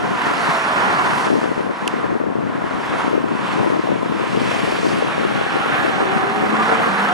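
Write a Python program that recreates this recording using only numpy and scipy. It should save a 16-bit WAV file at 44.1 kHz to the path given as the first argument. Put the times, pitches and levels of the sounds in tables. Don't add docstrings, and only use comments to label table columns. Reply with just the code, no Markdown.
import sys
import numpy as np
from scipy import signal
from scipy.fft import rfft, irfft, next_fast_len
from scipy.io import wavfile
from scipy.ndimage import uniform_filter1d, map_coordinates

SR = 44100
rng = np.random.default_rng(int(sys.argv[2]) if len(sys.argv) > 2 else 0)


def output_pcm(signal):
    pcm = np.clip(np.atleast_2d(signal).T, -1, 1) * 32767
    wavfile.write(sys.argv[1], SR, np.round(pcm).astype(np.int16))


N = 314433
T = np.arange(N) / SR
HZ, FRAME_S, _ = signal.stft(T, SR, nperseg=512)

# time in seconds, tyre roar in dB, hiss above the roar in dB.
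ROAD = [(0, -27.5, -18), (.15, -26, -18), (.23, -22, -19.5), (.37, -22, -17), (.5, -20.5, -17.5),
        (.9, -19, -22), (1.15, -20, -18.5), (1.275, -22, -16.5), (1.32, -29.5, -14), (1.4, -27.5, -16.5),
        (1.52, -29.5, -17.5), (1.68, -30, -21.5), (1.9, -26.5, -20.5), (2.03, -27.5, -22.5),
        (2.27, -35, -21.5), (2.63, -29, -22), (3.0, -23, -20), (3.07, -25, -21.5), (3.12, -29.5, -17),
        (3.25, -31.5, -20.5), (3.52, -25, -18.5), (3.78, -30, -17.5), (4.0, -30.5, -19), (4.3, -29, -15.5),
        (4.5, -25.5, -13), (4.63, -28.5, -11.5), (4.75, -25.5, -14.5), (4.88, -28.5, -10), (5.1, -25, -20),
        (5.27, -27.5, -16.5), (5.6, -25, -19), (5.75, -21, -22.5), (5.88, -24, -18.5), (6.15, -21.5, -22.5),
        (6.45, -23.5, -21), (6.72, -19, -21.5), (7.13, -20.5, -22)]
# pitch in Hz, relative dB per Hz.
DRONE_COLOUR = [(25, -49), (60, -54), (110, -10.5), (200, 6), (350, 0.5), (550, 2.5), (800, -3),
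                (1200, -81)]
ROAR_COLOUR = [(250, -62), (500, -32), (700, 0.5), (1000, 1.5), (1300, 2.5), (1700, -2.5), (2200, -10),
               (3000, -65)]
UPPER_ROAR_COLOUR = [(1100, -39), (1350, 9), (1600, 2), (1850, 1.5), (2300, -35)]
GROOVE_COLOUR = [(700, -16), (820, -8), (930, 9), (1060, 13), (1200, -22), (1400, -49)]
SIZZLE_COLOUR = [(1200, -61), (1700, -2.5), (2100, -3.5), (2500, -3), (2900, -6), (3600, -10),
                 (4300, -18.5), (5500, -52)]
HISS_COLOUR = [(3000, -43), (3900, -5.5), (4400, -2.5), (5500, -5), (7000, -9.5), (9000, -13), (10800, -15),
               (11700, -20.5), (12300, -44)]
# time in seconds, level in dB above the roar.
GROOVE_SHARE = [(0, -1), (.2, -1), (.4, -6), (.7, -6.5), (1, -6), (1.3, -3.5), (2.4, -6), (4, -2.5),
                (4.5, -9), (5.1, -19), (6, -19), (6.5, -6), (7.13, -24)]
UPPER_SHARE = [(0, -6), (1.3, -14), (4.6, -32), (5.15, -5.5), (5.8, -5), (6.2, -12), (7.13, -9)]
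SIZZLE_SHARE = [(0, -7.5), (1.3, -9.5), (2.4, -9), (3.7, -7), (4.6, -5), (4.9, -7.5), (5.2, -4.5),
                (5.75, -4), (6.2, -8), (7.13, -7.5)]
# time in seconds, bearing from 0 (ahead) to 1 (right).
BEARING = [(0, 0.49), (.5, 0.54), (.8, 0.92), (1.35, 0.5), (2.4, 0.28), (3.4, 0.38), (5.1, 0.39), (6, 0.79),
           (6.4, 0.74), (7.13, 0.61)]
# pitch in Hz, likeness from 0 to 1.
ALIKE = [(80, 0.1), (260, 0.9), (700, 0.75), (1200, 0.5), (2500, 0.34), (3600, 0.47), (4300, 0.88),
         (7000, 0.89), (11000, 0.97)]
# pitch in Hz, phase in radians.
LEAD = [(60, .3), (300, 0.2), (800, 1.28), (1500, 2.18), (3100, 3.77), (3700, 3.3), (4300, .1),
        (12000, .01)]
# pitch in Hz, left minus right level in dB.
SHADE = [(100, -5), (400, 2), (600, -4.5), (1200, -1.5), (2500, -7.5), (3700, -5), (4500, -1), (8000, -0.7)]
USUAL_ROAR_DB, USUAL_HISS_DB = -26, -19.5
DRONE_DB, DRONE_GROWS = -32.5, 0.82
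SIZZLE_GROWS = 0.45
SURGE_DB, SURGES_PER_S = 0.43, 12
RASP_DB, RASPS_PER_S, RASP_GROWS = .55, 110, .6

# time in seconds, firing tone in dB, one-bank tone at half the rate in dB.
ENGINE = [(5.85, -55, -55), (5.97, -31, -48), (6.15, -29.5, -46), (6.27, -31, -48), (6.34, -33, -40),
          (6.4, -32, -30), (6.66, -32, -29), (6.72, -32, -40), (6.8, -29, -38), (6.88, -29, -33),
          (6.9, -48, -30), (7.13, -45, -29)]
FIRING_HZ, CLIMB_HZ_PER_S = 352, 114
SHIFT_S, GEAR_STEP = 6.89, .826

# time in seconds, pitch in Hz, level in dB.
TREADS = [
    [(0, 725, -34), (.15, 720, -35), (.3, 712, -37), (.45, 688, -31), (.6, 662, -32), (.76, 632, -32),
     (.9, 610, -46)],
    [(5.2, 815, -46), (5.4, 806, -34), (5.85, 788, -31), (6.05, 776, -26), (6.15, 770, -25),
     (6.33, 760, -26), (6.55, 751, -33), (6.75, 742, -28.5), (6.9, 732, -32), (7.03, 722, -29),
     (7.07, 730, -33), (7.13, 752, -25)],
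]
# share of noise from 0 to 1, waver of the line in Hz, flutter of the line in dB.
TREAD_FUZZ = [(.25, 6, 1.2), (.4, 11, 2)]
# time of the peak in seconds, pitch in Hz, peak in dB, swell length in seconds.
BRIEF_TONES = [(5.503, 1530, -25, 0.037), (5.64, 1320, -20, 0.031), (5.747, 1550, -21, 0.028),
               (5.812, 1690, -20, 0.022), (6.61, 1197, -17.5, 0.031), (6.693, 1316, -25, 0.029),
               (6.854, 1120, -21, .03), (6.898, 1230, -25, .025), (6.96, 1173, -25, 0.026),
               (7.032, 1473, -18.5, 0.026), (7.1, 1300, -21, .03)]

# start in seconds, base level in dB.
SNAPS = [(1.8766, -16)]
# base pitch in Hz, level above the snap's in dB, time to fall 60 dB in seconds.
SNAP_RING = [(1550, 4, .03), (3050, 20, .011), (3900, 8, .006), (5000, 5, .014), (6000, 5, .009),
             (7400, 5, .01), (9900, -2, .008), (11200, 2, .012)]
SNAP_SIDES_DB = [
    [-11],
    [-2],
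]
SNAP_SWELL_S, SNAP_SAG_PER_S = .0014, 40

# time in seconds, level in dB before the gain of each side.
WIND = [(0, -22), (.2, -27), (.5, -29), (.62, -43), (.9, -29), (1.2, -26), (1.3, -18.5), (1.6, -22),
        (1.8, -25.5), (2.15, -23), (3.3, -24), (3.42, -28), (3.6, -22.5), (4.3, -21.5), (4.9, -23),
        (5.3, -22), (5.7, -27.5), (5.95, -25.5), (6.45, -25), (6.72, -27.5), (6.9, -25.5), (7.13, -32)]
# middle in seconds, half length in seconds.
LULLS = [(0.19, 0.025), (1.236, 0.0083), (1.404, 0.014), (1.546, 0.014), (1.766, 0.046), (2.187, 0.011),
         (3.471, 0.016), (3.825, 0.015)]
# pitch in Hz, relative dB per Hz.
BUFFET_COLOUR = [(25, -46), (60, -25.5), (120, -7), (200, -0.5), (300, -0.5), (450, -5.5), (700, -11.5),
                 (1100, -26.5), (2000, -37), (4000, -95.5)]
# peak time in seconds, level in dB before the gain of each side,
# length in milliseconds (stretched after the peak), pitch at the peak in Hz.
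THUMPS = [(0.27, -10, 1.7, 350), (0.314, -8, 2.2, 390), (0.39, -11, 1.2, 450), (0.477, -10, 1.2, 500),
          (1.27, -9, 2.8, 410), (1.304, -4, 2.0, 430), (1.319, -8, 2.9, 290), (1.331, -8, 2.8, 350),
          (1.356, -8, 3.6, 420), (1.381, -11, 2.8, 440), (1.432, -8, 2.1, 390), (1.441, -9, 2.3, 400),
          (1.459, -11, 1.8, 410), (1.477, -9, 2.3, 410), (1.506, -11, 1.7, 360), (1.517, -9, 2.5, 360),
          (1.579, -6, 1.5, 330), (1.595, -11, 3.1, 430), (1.607, -9, 1.9, 380), (1.666, -9, 1.9, 450),
          (1.697, -11, 1.8, 380), (1.71, -11, 3.7, 310), (1.871, -11, 3.0, 360), (1.94, -9, 2.6, 370),
          (1.965, -11, 1.2, 500), (2.032, -10, 1.2, 380), (2.043, -6, 1.9, 360), (2.104, -8, 1.4, 430),
          (2.155, -10, 3.3, 350), (2.165, -11, 2.8, 350), (2.202, -10, 1.8, 490), (2.215, -9, 2.6, 330),
          (2.239, -9, 2.5, 460), (2.267, -10, 3.3, 360), (2.303, -11, 2.4, 390), (2.324, -11, 1.5, 440),
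          (2.356, -9, 2.2, 320), (2.411, -10, 1.5, 410), (2.427, -10, 2.2, 320), (2.47, -11, 2.5, 280),
          (2.621, -11, 1.2, 600), (2.642, -10, 2.4, 260), (2.665, -10, 1.8, 330), (2.711, -9, 1.2, 420),
          (2.751, -11, 1.8, 270), (2.939, -11, 2.4, 400), (3.047, -10, 2.6, 270), (3.065, -8, 2.1, 330),
          (3.08, -9, 2.7, 300), (3.113, -9, 2.3, 320), (3.132, -7, 1.3, 400), (3.14, -10, 2.7, 330),
          (3.153, -8, 3.0, 330), (3.179, -8, 3.6, 420), (3.242, -8, 3.0, 330), (3.353, -9, 2.8, 300),
          (3.575, -10, 3.4, 370), (3.586, -7, 2.5, 380), (3.632, -8, 2.9, 390), (3.645, -9, 1.9, 460),
          (3.664, -7, 1.9, 360), (3.674, -11, 5.0, 340), (3.703, -5, 2.0, 400), (3.723, -10, 2.9, 370),
          (3.735, -6, 1.2, 420), (3.744, -11, 1.7, 450), (3.764, -9, 3.8, 320), (3.839, -8, 2.9, 360),
          (3.873, -8, 1.7, 660), (3.891, -8, 2.5, 440), (3.919, -6, 1.2, 540), (4.031, -7, 2.0, 360),
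          (4.123, -8, 2.5, 370), (4.199, -8, 1.9, 460), (4.24, -11, 2.9, 410), (4.272, -11, 3.0, 330),
          (4.349, -9, 1.9, 380), (4.404, -10, 1.9, 340), (4.477, -9, 1.8, 340), (4.517, -11, 3.3, 630),
          (4.548, -8, 1.7, 600), (4.593, -9, 1.9, 430), (4.603, -10, 1.2, 340), (4.687, -8, 2.4, 420),
          (4.724, -6, 1.5, 420), (4.789, -10, 1.8, 480), (4.833, -8, 2.1, 390), (4.847, -10, 2.5, 310),
          (4.856, -10, 2.7, 380), (4.867, -9, 2.9, 320), (4.918, -10, 1.5, 450), (5.025, -7, 3.8, 490),
          (5.047, -11, 2.2, 340), (5.073, -10, 1.2, 410), (5.181, -5, 1.4, 480), (5.213, -10, 1.9, 480),
          (5.234, -10, 2.4, 480), (5.252, -8, 3.9, 390), (5.313, -10, 1.2, 510), (5.388, -10, 1.3, 540),
          (5.414, -8, 1.4, 500), (5.466, -7, 1.2, 420), (5.522, -11, 1.5, 590), (5.558, -8, 2.4, 330),
          (5.569, -8, 3.3, 490), (5.607, -11, 1.2, 370), (5.661, -9, 1.6, 520), (5.701, -8, 1.9, 430),
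          (5.838, -10, 1.2, 370), (5.85, -9, 4.8, 370), (5.867, -10, 1.2, 420), (5.881, -7, 2.6, 340),
          (5.897, -10, 1.7, 350), (6.006, -5, 2.0, 450), (6.02, -8, 1.8, 410), (6.028, -10, 3.3, 370),
          (6.056, -9, 2.4, 370), (6.106, -11, 1.2, 470), (6.239, -8, 2.5, 340), (6.279, -10, 1.2, 460),
          (6.426, -9, 1.5, 370), (6.438, -10, 2.9, 370), (6.466, -10, 1.2, 430), (6.7, -9, 1.2, 510),
          (6.725, -10, 1.5, 500), (6.876, -9, 2.2, 350)]
GUSTY_DB = 2
STRAY_DB, STRAY_BASS = -11.5, 0.78
YIELD, YIELD_S = .6, .03
SOFT_PER_S, SOFT_DB, SOFT_MS = 10, 4, 2
EDDY_HZ, SHORTER_IS_HIGHER = 470, 0.36

# multiple of the base pitch, level in dB before the run level.
MOTOR = [(1, -48), (2, -39), (3, -47), (6, -55)]
# time in seconds, gain in dB.
MOTOR_RUN = [(0, -16), (2.5, -13), (4.4, -7), (5.3, 0), (7.13, 1)]
MOTOR_HZ = 554.5
TOP_HZ = 12300


def amp(db):
    return 10 ** (np.asarray(db) / 20)


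def unit(x):
    return x / np.sqrt(np.mean(np.abs(x) ** 2) + 1e-20)


def along(points, hz):
    f, v = np.transpose(points)
    return np.interp(np.log(hz + 1), np.log(f + 1), v)


def curves(rows, t=T):
    s, *cols = np.transpose(rows)
    return [np.interp(t, s, c) for c in cols]


def wobble(rate):
    knots = rng.standard_normal(int(N * rate / SR) + 4)
    return map_coordinates(knots, [T * rate])


def filtered(x, response):
    m = next_fast_len(N + 8192)
    spectrum = rfft(x, m) * response(np.fft.rfftfreq(m, 1 / SR))
    return irfft(spectrum, m)[..., :N]


def tone(hz, db, waver_hz, flutter_db):
    level = np.sqrt(2) * amp(db + flutter_db * wobble(22))
    phase = 2 * np.pi * np.cumsum(hz + waver_hz * wobble(30)) / SR
    return level * np.sin(phase)


def inside(rows):
    return (T > rows[0][0]) & (T < rows[-1][0])


def ports(z, other):
    bearing, = curves(BEARING, FRAME_S)
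    turn = np.arccos(np.clip(along(ALIKE, HZ), 0, 1))[:, None] / 2
    mid, side = np.cos(turn) * z, np.sin(turn) * other
    loudness = amp(np.outer(along(SHADE, HZ), bearing) / 2)
    phase_lag = np.exp(-.5j * np.outer(along(LEAD, HZ), bearing))
    tilt = loudness * phase_lag
    left, right = (mid + side) * tilt, (mid - side) / tilt
    return signal.istft(np.array([left, right]), SR, nperseg=512)[1][:, :N]


def traffic():
    roar, hiss = curves(ROAD, FRAME_S)
    drone = DRONE_DB + DRONE_GROWS * (roar - USUAL_ROAR_DB)
    groove = roar + curves(GROOVE_SHARE, FRAME_S)[0]
    upper = roar + curves(UPPER_SHARE, FRAME_S)[0]
    sizzle = roar + curves(SIZZLE_SHARE, FRAME_S)[0] + SIZZLE_GROWS * (hiss - USUAL_HISS_DB)
    layers = [(DRONE_COLOUR, drone), (ROAR_COLOUR, roar), (GROOVE_COLOUR, groove),
              (UPPER_ROAR_COLOUR, upper), (SIZZLE_COLOUR, sizzle), (HISS_COLOUR, roar + hiss)]
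    power = sum(np.outer(unit(amp(along(colour, HZ))), amp(db)) ** 2 for colour, db in layers)

    a, b = signal.stft(rng.standard_normal((2, N)), SR, nperseg=512)[2]
    field = uniform_filter1d(rng.standard_normal(a.shape), size=8, axis=0)
    field = uniform_filter1d(field, size=12, axis=1)
    patchy_db = along([(300, 0.58), (1300, 0.7), (4000, 0.87), (8000, 0.74), (12000, 2.5)], HZ)[:, None]
    surge_db = SURGE_DB * np.interp(FRAME_S, T, wobble(SURGES_PER_S))
    gain = np.sqrt(power) * amp(patchy_db * unit(field) + surge_db)
    rasp_db = RASP_DB * amp(RASP_GROWS * (curves(ROAD)[0] - USUAL_ROAR_DB))
    return ports(a * gain, b * gain) * amp(rasp_db * wobble(RASPS_PER_S))


def engine():
    fire_db, bank_db = curves(ENGINE)
    climb = FIRING_HZ + CLIMB_HZ_PER_S * (T - ENGINE[0][0])
    hz = climb * np.where(T < SHIFT_S, 1, GEAR_STEP)
    fire = (1 + .3 * wobble(90)) * tone(hz, fire_db, waver_hz=3, flutter_db=1)
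    bank = (1 + .2 * wobble(50)) * tone(hz / 2, bank_db, waver_hz=1.5, flutter_db=1)
    return (fire + bank) * inside(ENGINE)


def tyres():
    sing = np.zeros(N)
    for rows, (fuzz, waver, flutter) in zip(TREADS, TREAD_FUZZ):
        hz, db = curves(rows)
        line = tone(hz, db, waver_hz=waver, flutter_db=flutter)
        noise = unit(wobble(90)) * tone(hz, db, waver_hz=20, flutter_db=0.5)
        sing += (np.sqrt(1 - fuzz) * line + np.sqrt(fuzz) * noise) * inside(rows)
    return sing


def brief_tones():
    shake = .6 * wobble(40)
    out = np.zeros(N)
    for s, hz, db, length in BRIEF_TONES:
        bell = np.exp(-((T - s) / length) ** 2)
        out += amp(db) * bell * np.sin(2 * np.pi * hz * T + shake)
    return out


def snap():
    out, t = np.zeros((2, N)), np.arange(SR // 50) / SR
    pitch_factor = 1.06 - SNAP_SAG_PER_S * np.minimum(t, .004)
    for s, db in SNAPS:
        spot = out[:, round(s * SR):][:, :len(t)]
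        shared, own = rng.standard_normal(len(t)), rng.standard_normal((2, len(t)))
        crack = signal.lfilter([.4, .5, .1, -.5, -.5], 1, shared + .4 * own)
        spot += amp(db - 2 - 60 * t / .016) * (1 - np.exp(-t / .0003)) * crack
        for hz, level_db, t60 in SNAP_RING:
            ring = amp(db + level_db - 60 * t / t60) * (1 - np.exp(-t / SNAP_SWELL_S))
            port_phase = [[0], [np.pi * (hz < 2000)]]
            spot += ring * np.sin(2 * np.pi * hz * t * pitch_factor + port_phase)
    return out * amp(SNAP_SIDES_DB)


def wind():
    still = np.prod([1 - np.exp(-((T - s) / half) ** 4) for s, half in LULLS], axis=0)
    flutter = still * amp(curves(WIND)[0] + GUSTY_DB * wobble(13))
    hard = np.bincount([round(row[0] * SR) for row in THUMPS], minlength=N)
    near_hard = np.convolve(hard, np.hanning(round(YIELD_S * SR)), "same")
    flutter = flutter * (1 - YIELD * np.clip(near_hard, 0, 1))
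    lumps = amp(6.5 * np.tanh(.75 * wobble(160) + .15 * wobble(25)))

    def colour(hz):
        return amp(along(BUFFET_COLOUR, hz))

    def stray_colour(hz):
        return colour(hz) / (hz + 20) ** STRAY_BASS

    eddy = unit(filtered(rng.standard_normal(N), lambda hz: colour(hz) * hz / 300))
    push = flutter * unit(filtered(lumps * rng.standard_normal(N), colour))
    stray = flutter * amp(STRAY_DB) * unit(filtered(lumps * rng.standard_normal(N), stray_colour))
    t = np.arange(-900, 2600) / SR
    for s, db, ms, hz in soft_thumps() + list(THUMPS):
        start = rng.uniform(0, 2 * np.pi)
        at = slice(round(s * SR) - 900, round(s * SR) + 2600)
        width = np.where(t < 0, ms, 1.63 * ms) / 1000
        bell = np.exp(-4 * np.log(2) * (t / width) ** 2)
        thump = bell * np.cos(2 * np.pi * hz * t * (1 - 15 * t) + start)
        wake = .24 * np.exp(-np.abs(t) / np.where(t < 0, .003, .01)) * eddy[at]
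        push[at] += amp(db) * (thump + wake)
    return push * np.array([[1.3], [-.67]]) + stray * np.array([[.3], [1.1]])


def soft_thumps():
    when, size, length, detune = rng.uniform(size=(round(SOFT_PER_S * N / SR), 4)).T
    s = .03 + when * (N / SR - .1)
    ms = SOFT_MS * (.6 + length)
    hz = EDDY_HZ * ms ** -SHORTER_IS_HIGHER * (0.54 + detune / 2)
    db = curves(WIND, s)[0] + SOFT_DB + 8 * (size - .5)
    return list(zip(s, db, ms, hz))


def motor():
    lines = sum(tone(k * MOTOR_HZ, db, waver_hz=1.2, flutter_db=2) for k, db in MOTOR)
    return amp(curves(MOTOR_RUN)[0]) * lines


def scene():
    near = signal.stft(engine() + tyres() + brief_tones(), SR, nperseg=512)[2]
    return traffic() + ports(near, 0.1 * near) + snap() + wind() + motor()


def record(dry):
    soft = dry / (1 + np.abs(dry / .97) ** 6) ** (1 / 6)
    thin = filtered(soft, lambda hz: (hz / 70) ** 2 / np.sqrt(1 + (hz / 70) ** 4))
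    return filtered(np.clip(thin, -.98, .98), lambda hz: hz < TOP_HZ)


dry = scene()
out = record(dry)
output_pcm(out)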